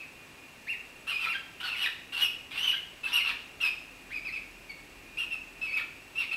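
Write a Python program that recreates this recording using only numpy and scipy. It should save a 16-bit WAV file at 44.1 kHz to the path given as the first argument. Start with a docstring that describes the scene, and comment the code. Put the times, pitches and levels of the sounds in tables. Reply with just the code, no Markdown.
"""Two cockatiels chirp and squawk close by, in a wire cage in a quiet room.
Each call is a whistle near 2.7 kHz from the syrinx, a bird's voice box. It arches, falls away
and breaks into a rasp when it is forced. Nearby walls throw the calls back.
The room hisses softly with a thin whine, and a low hum slowly swells, then sinks back."""
import sys
import numpy as np
from scipy import signal
from scipy.fft import rfft, irfft
from scipy.io import wavfile
from scipy.ndimage import uniform_filter1d

SR = 44100
rng = np.random.default_rng(int(sys.argv[2]) if len(sys.argv) > 2 else 0)


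def transcribe(u):
    """Save the signal u as a 16-bit wav file named by the first command-line argument.

    u: samples, shape (n,) or (channels, n), limited to [-1, 1]; the rate is SR.
    q: integer samples, one column per channel.
    """
    v = np.clip(np.atleast_2d(u).T, -1, 1)
    q = np.round(v * 32767).astype(np.int16)
    wavfile.write(sys.argv[1], SR, q)


N = 280476
TIME = np.arange(N) / SR


def undb(db):
    """Turn decibels into a number to multiply by."""
    return 10 ** (np.asarray(db) / 20)


def unit(x):
    """Scale a signal so that its average size (rms) is 1."""
    return x / np.sqrt(np.mean(x ** 2))


def gain_at(hz, points):
    """Read the gain at a pitch from a curve of (pitch_hz, level_db) points."""
    pitch_hz, level_db = np.transpose(points)
    return undb(np.interp(np.log(hz + 1), np.log(pitch_hz), level_db))


def colour(x, points):
    """Turn each pitch in a sound up or down along such a curve."""
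    return irfft(rfft(x) * gain_at(np.fft.rfftfreq(len(x), 1 / SR), points), len(x))


def band(hz, width_hz):
    """Noise gathered around one pitch; around 0 Hz it is a random wobble."""
    f = np.fft.rfftfreq(N, 1 / SR)
    return unit(irfft(rfft(rng.standard_normal(N)) / (1 + (2 * (f - hz) / width_hz) ** 2), N))


def drift(rate_hz):
    """A smooth random wander."""
    size = int(SR / rate_hz)
    return unit(uniform_filter1d(uniform_filter1d(rng.standard_normal(N), size), size))


def note_moments(start, crest, end, count=32):
    """Times through a note, the seconds left to its crest (its top), and how much of its fall is done."""
    times = np.linspace(start, end, count)
    return times, np.maximum(crest - times, 0), np.clip((times - crest) / (end - crest), 0, 1)


BEAK_CLOSE_DB = 3.5  # the beak closes as any note falls, dimming the overtone an octave up
# The birds' short whistles, one a row. 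Levels are relative; roughness runs from 0 (pure) to 1 (harsh).
# start_s, crest_s, end_s, crest_hz, end_hz, level_db, roughness, octave_db, treble_db
CHIRP_NOTES = [ (0, 0.01, .036, 2615, 2050, -40, .15, -6, -1),
               (.671, .709, .742, 2823, 1850, -28, 0.03, -5, -5),
               (1.134, 1.147, 1.176, 2521, 2377, -30.5, 0.17, 0, 4),
               (1.261, 1.267, 1.279, 1289, 1255, -34.5, 0.3, -2, 5),
               (1.286, 1.306, 1.342, 2790, 1675, -28.5, 0.1, 0, 1),
               (1.344, 1.355, 1.363, 1609, 1590, -32.5, .3, -0.5, -5),
               (1.718, 1.726, 1.763, 2730, 1895, -29, 0.33, -9, -7),
               (2.125, 2.135, 2.166, 2830, 2720, -32.5, 0.47, -2, 7.5),
               (2.728, 2.743, 2.755, 1600, 1569, -39.5, 0.64, 7.5, 6),
               (2.76, 2.77, 2.776, 2130, 2096, -44, 0.43, -3.5, -1),
               (3.036, 3.044, 3.07, 2680, 2608, -29, 0.24, -9, 6),
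               (3.604, 3.62, 3.628, 2830, 2682, -26.5, .25, 5, 2),
               (3.628, 3.636, 3.682, 2593, 2392, -26, 0.34, 8.5, 8.5),
               (4.105, 4.142, 4.182, 2553, 2220, -33, .13, 1.5, -4),
               (4.25, 4.25, 4.296, 2597, 2001, -31.5, .12, 5, -5),
               (4.327, 4.332, 4.378, 2632, 2210, -31, .14, 1.5, -10),
               (4.696, 4.697, 4.714, 2277, 2184, -35, 0.07, 4.5, -6),
               (5.174, 5.194, 5.24, 2826, 2530, -28.5, 0.18, 3.5, 3.5),
               (5.313, 5.323, 5.35, 2721, 2565, -29.5, 0.11, 5, -3),
               (5.616, 5.626, 5.667, 2640, 2554, -28.5, 0.16, 3.5, -2),
               (5.673, 5.68, 5.72, 2280, 2190, -39, 0.23, 3, -4),
               (5.723, 5.745, 5.768, 2605, 2544, -27, 0.1, -4, -10),
               (6.156, 6.159, 6.17, 2642, 2608, -33.5, 0.23, 6, 2),
               (6.314, 6.321, 6.331, 2730, 2695, -27, 0.11, -5, 2), ]


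def chirp(start, crest, end, crest_hz, end_hz, db, rough, octave_db, treble_db):
    """Plan a whistle that scoops up and falls away, softer and rougher at both ends."""
    scoop_hz, scoop_s = 718.6, .03  # this far under the crest, this long before it
    fall_bend, db_per_octave = 1.5, 14.5  # a bend of 1 would be a straight fall
    times, to_crest_s, fall = note_moments(start, crest, end)
    hz = crest_hz - scoop_hz * (to_crest_s / scoop_s) ** 2 - (crest_hz - end_hz) * fall ** fall_bend
    edge = (2 * (times - start) / (end - start) - 1) ** 2  # 1 at both ends, 0 halfway
    level_db = db + db_per_octave * np.log2(hz / crest_hz) - 3.5 * edge
    rough = rough + .11 * edge
    growl_db = -10
    octave_db = octave_db - BEAK_CLOSE_DB * fall
    return np.broadcast_arrays(times, hz, level_db, rough, growl_db, octave_db, treble_db)


# How well throat and beak pass overtones, the whole multiples of a note's pitch: pitch_hz, level_db
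THROAT_CURVE = [(2500, -31), (3200, -4), (4300, -14), (5100, -25.5), (5800, -32), (6800, -32), (7700, -40),
                (8500, -30), (10200, -38), (11400, -23.5), (12900, -40.5), (14200, -35), (15500, -44)]


def whistle(phase, hz, strength, rough, octave_db, brighten=0.23, full_db=-28, flicker_db=3):
    """The syrinx's tone: pressing harder lifts the flickering overtones, and roughness frays them."""
    press = (strength / undb(full_db)) ** brighten
    tone = np.sin(phase)
    for k in range(2, 7):
        lift = undb(octave_db) if k == 2 else press ** np.log2(k - 1)
        gain = (k * hz < SR / 2.2) * gain_at(k * hz, THROAT_CURVE) * lift
        fray = .8 * rough * band(0, 200)
        flicker = undb(flicker_db * band(0, 130))
        tone += gain * flicker * np.sin(k * phase + fray)
    return np.sqrt(2) * tone


# The tone colour shared by rasp, growl and screech: pitch_hz, level_db
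HARSH_CURVE = [(400, -37.5), (800, -15.5), (1350, -4), (1750, -7), (2300, -6.5), (2900, 0.5), (3600, -4.5),
               (4300, -11), (5500, -18), (6900, -27), (8500, -15.5), (9900, -19.5), (11400, -16),
               (15500, -21)]


def rasp(phase, flutter_hz=330, flutter=0.19, air=0.76, surge_db=0.5):
    """The syrinx's membranes slap shut unevenly, in rattling bursts, and air tears through."""
    cycle = (phase / (2 * np.pi)).astype(int)
    force = rng.standard_normal(N)[cycle]
    slaps = unit(force * np.exp(6 * (np.cos(phase - np.pi) - 1)))  # one slap a cycle
    bursts = np.exp(flutter * band(flutter_hz, 420)) * undb(surge_db * band(100, 33))
    rattle = (slaps + air * rng.standard_normal(N)) * bursts
    rattle = unit(colour(rattle, HARSH_CURVE))
    # a dip in the middle pitches leaves room for the screech
    return colour(rattle, [(700, 3.0), (1300, -4.0), (4500, -0.5), (6500, -0.5)])


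def growl(phase, hz, flicker_db=3, stray=0.49):
    """Strong and weak cycles take turns, adding tones at 0.5 and 1.5 times the pitch."""
    flicker = undb(flicker_db * band(0, 120))
    slip = stray * band(0, 414)
    tones = sum(gain_at(k * hz / 2, HARSH_CURVE) * np.sin(k * phase / 2 + slip) for k in (1, 3))
    return np.sqrt(2) * flicker * tones


def screech(phase, hz, beat_hz=470, wander=.16, flicker_db=5):
    """The two sides of the syrinx beat against each other: side tones come and go around the whistle."""
    spacing_hz = beat_hz * np.exp(wander * drift(60))
    beat_phase = 2 * np.pi * np.cumsum(spacing_hz) / SR
    tones = np.zeros(N)
    for k in np.r_[-4:0, 1:7]:  # four below the whistle, six above
        gain = gain_at(np.abs(hz + k * spacing_hz), HARSH_CURVE) * undb(flicker_db * drift(90))
        tones += gain * np.sin(phase + k * beat_phase + 2 * np.pi * rng.random())
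    return unit(tones)


def beak(voice, treble_db):
    """A wider beak lets out more treble, the high part of the sound."""
    body = colour(voice, [(6000, -1), (7500, -5)])
    return body + undb(treble_db) * (voice - body)


# The tone colour of the room's air: pitch_hz, relative_level_db
AIR_CURVE = [(15, -47), (25, -6.5), (91, -6), (267, -8), (305, -8.5), (359, -5.5), (433, -8.5), (631, -10),
             (1570, -13), (1850, -9), (2010, -11.5), (2420, -6.5), (3090, -15.5), (8130, -24.5),
             (15500, -28.5)]


def hiss(level_db=-52):
    """The soft, steady hiss of air in the room."""
    return undb(level_db) * unit(colour(rng.standard_normal(N), AIR_CURVE))


# The pitches in the room's whine: pitch_hz, width_hz, level_db
WHINE_BANDS = [(264.7, 15, -67), (2450, 13, -60.5), (2730, 150, -59), (6000, 25, -94), (6720, 38, -77.5),
               (7913, 83, -73)]


def whine():
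    """Narrow bands of noise make a thin, steady whine."""
    return sum(undb(db) * band(hz, width_hz) for hz, width_hz, db in WHINE_BANDS)


# The first bounces off nearby surfaces: delay_s, level_db
WALL_ECHOES = [(.0062, -7), (0.0114, -4.5), (0.028, -8.5), (.039, -14), (0.084, -19.5)]


def room(x, ring_s=0.77, treble_ring_s=0.36, build_s=0.031, merge_s=.07, tail_db=-6.0, treble_db=-1):
    """A few clear echoes, then scattered ones that thicken into a tail whose treble dies sooner."""
    t = TIME[:SR]
    density = np.minimum(.004 + (t / merge_s) ** 4, 1)
    scatter = rng.standard_normal(SR) * (rng.random(SR) < density) / np.sqrt(density)
    low = colour(scatter, [(5500, -12.0), (10000, -31)])
    high = undb(treble_db) * (scatter - low)
    tail = low * undb(-60 * t / ring_s) + high * undb(-60 * t / treble_ring_s)
    tail *= 1 - np.exp(-(t / build_s) ** 2)
    echoes = undb(tail_db) * tail / np.linalg.norm(tail)
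    for delay_s, db in WALL_ECHOES:
        echoes[int(delay_s * SR)] += undb(db)
    return x + signal.fftconvolve(x, echoes)[:N]


# The birds' forced notes, part whistle and part rasp, one a row. Levels are relative.
# start_s, crest_s, end_s, crest_hz, end_hz, level_db, fade_db,
# start_roughness, end_roughness, growl_db, octave_db, treble_db
SQUAWK_NOTES = [ (1.072, 1.102, 1.1216, 2786, 2450, -30.5, -2, 0.61, 0.35, -6, 2, 9.5),
                (1.179, 1.214, 1.293, 2713, 1703, -30.5, 1.5, 0.27, 0.86, -10, -2.5, 3),
                (1.604, 1.606, 1.61, 2895, 2650, -31, 0.5, .2, .85, -9, 5.5, 3.5),
                (1.632, 1.642, 1.693, 2982, 2648, -31, 2.5, 0.82, 0.71, -2.5, -3, -3),
                (1.767, 1.807, 1.82, 2977, 2900, -29.5, -3, 0.7, .45, -13, 3, 2.5),
                (1.822, 1.825, 1.872, 2875, 1450, -26.5, 10, .36, 0.78, -12, 8.5, 6.5),
                (2.169, 2.203, 2.245, 2826, 2825, -26, 0, 0.82, .5, -12, 2, 5.5),
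                (2.21, 2.226, 2.264, 2947, 2522, -20.5, 11, .2, .08, -20, 12, 5.5),
                (2.511, 2.581, 2.697, 2732, 2700, -31, 8, 0.89, 0.86, -23, -3, -0.5),
                (2.592, 2.651, 2.673, 3123, 3102, -24, 3, 0.34, 0.33, -26, 10, 1),
                (2.67, 2.684, 2.712, 3033, 2605, -19.5, 15, 0.13, .26, -23, 7, 0),
                (3.072, 3.081, 3.13, 2645, 2600, -34, 5, 1.07, 1.09, -11, 3, -8),
                (3.122, 3.156, 3.21, 2894, 2085, -19.5, 14.5, 0.33, 0.28, -15, 7.5, 2),
                (3.244, 3.28, 3.32, 2749, 1693, -27.5, 8, 0.63, 0.95, -7.5, 2, -7),
                (5.772, 5.77, 5.812, 2348, 1380, -33, 5.5, 0.69, .5, -15, -6, 0),
                (6.178, 6.192, 6.24, 2800, 2206, -25, 12, 0.11, 0.58, -12, 4, -3),
                (6.333, 6.343, 6.31, 2736, 2450, -21.5, 3.5, 0.17, .3, -12, -5, -1), ]


def squawk(start, crest, end, crest_hz, end_hz, db, fade_db,
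           start_rough, end_rough, growl_db, octave_db, treble_db):
    """Plan a forced note: pressure builds pitch and level up to the crest, then gives way."""
    climb_hz_per_s, swell_db, swell_s = 4200, 8.5, 0.034
    fall_bend, fade_bend = 1.55, 1.516
    times, to_crest_s, fall = note_moments(start, crest, end)
    hz = crest_hz - climb_hz_per_s * to_crest_s - (crest_hz - end_hz) * fall ** fall_bend
    level_db = db - swell_db * np.tanh(to_crest_s / swell_s) - fade_db * fall ** fade_bend
    rough = np.interp(times, [start, end], [start_rough, end_rough])
    octave_db = octave_db - BEAK_CLOSE_DB * fall
    return np.broadcast_arrays(times, hz, level_db, rough, growl_db, octave_db, treble_db)


def join_notes(fade_in_s=0.0034, fade_out_s=0.016):
    """Join the planned notes into one voice: close notes slide together, with silence between calls."""
    notes = np.hstack([chirp(*row) for row in CHIRP_NOTES] + [squawk(*row) for row in SQUAWK_NOTES])
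    times, *curves = notes[:, np.argsort(notes[0])]
    hz, db, rough, growl_db, octave_db, treble_db = (np.interp(TIME, times, c) for c in curves)
    sounding = sum(np.interp(TIME, [start - fade_in_s, start, end, end + fade_out_s], [0, 1, 1, 0])
                   for start, _, end, *_ in CHIRP_NOTES + SQUAWK_NOTES)
    smooth_hz = uniform_filter1d(hz, size=200)
    strength = undb(db) * np.minimum(sounding, 1)
    return smooth_hz, strength, np.clip(rough, 0, 1), growl_db, octave_db, treble_db


def birds(waver=0.005875, lurch=0.0123, jitter=0.016, falter_db=5, harsh_db=-3, voice_db=-3.5):
    """Roughness shakes the pitch, makes the whistle falter and trades it for growl, screech and rasp."""
    hz, strength, rough, growl_db, octave_db, treble_db = join_notes()
    wobble = waver * band(0, 219.4) + rough * (lurch * band(0, 95.5) + jitter * band(0, 860))
    phase = 2 * np.pi * np.cumsum(hz * (1 + wobble)) / SR  # grows by 2 pi with each vibration
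    falter = undb(falter_db * rough * band(46.0, 120)) * (1 + rough * band(0, 340))
    tone = np.sqrt(1 - rough ** 2) * falter * whistle(phase, hz, strength, rough, octave_db)
    harsh = undb(-3) * screech(phase, hz) + rasp(phase)
    voice = tone + rough * (undb(growl_db) * growl(phase, hz) + undb(harsh_db) * harsh)
    return beak(undb(voice_db) * strength * voice, treble_db)


def hum(pitch_hz=40.7, start_s=1.9, full_s=4.3, sink_s=5.72, drop_s=0.088, full_db=-59, after_db=-65):
    """A low hum with a faint drone above it swells, holds, then sinks to a quieter level."""
    tone = np.sin(2 * np.pi * pitch_hz * TIME) * (1 + 0.1 * band(0, 12))
    drone = undb(-4) * band(hz=300, width_hz=130)
    swell = np.interp(TIME, [start_s, full_s, sink_s, sink_s + drop_s],
                      [0, *undb([full_db, full_db, after_db])])
    return swell * (tone + drone)


def scene():
    """The birds and their echoes over the room's quiet sounds, in one channel."""
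    return (room(birds()) + hiss() + whine() + hum())[None]


def record(dry, top_hz=15700):
    """Soften the highest treble and cut off everything above it."""
    soft = colour(dry[0], [(14000, -0.5), (15200, -6.5)])
    top_cut = signal.ellip(10, .2, 80, top_hz, fs=SR, output="sos")
    return signal.sosfilt(top_cut, soft)[None]


dry = scene()
out = record(dry)
transcribe(out)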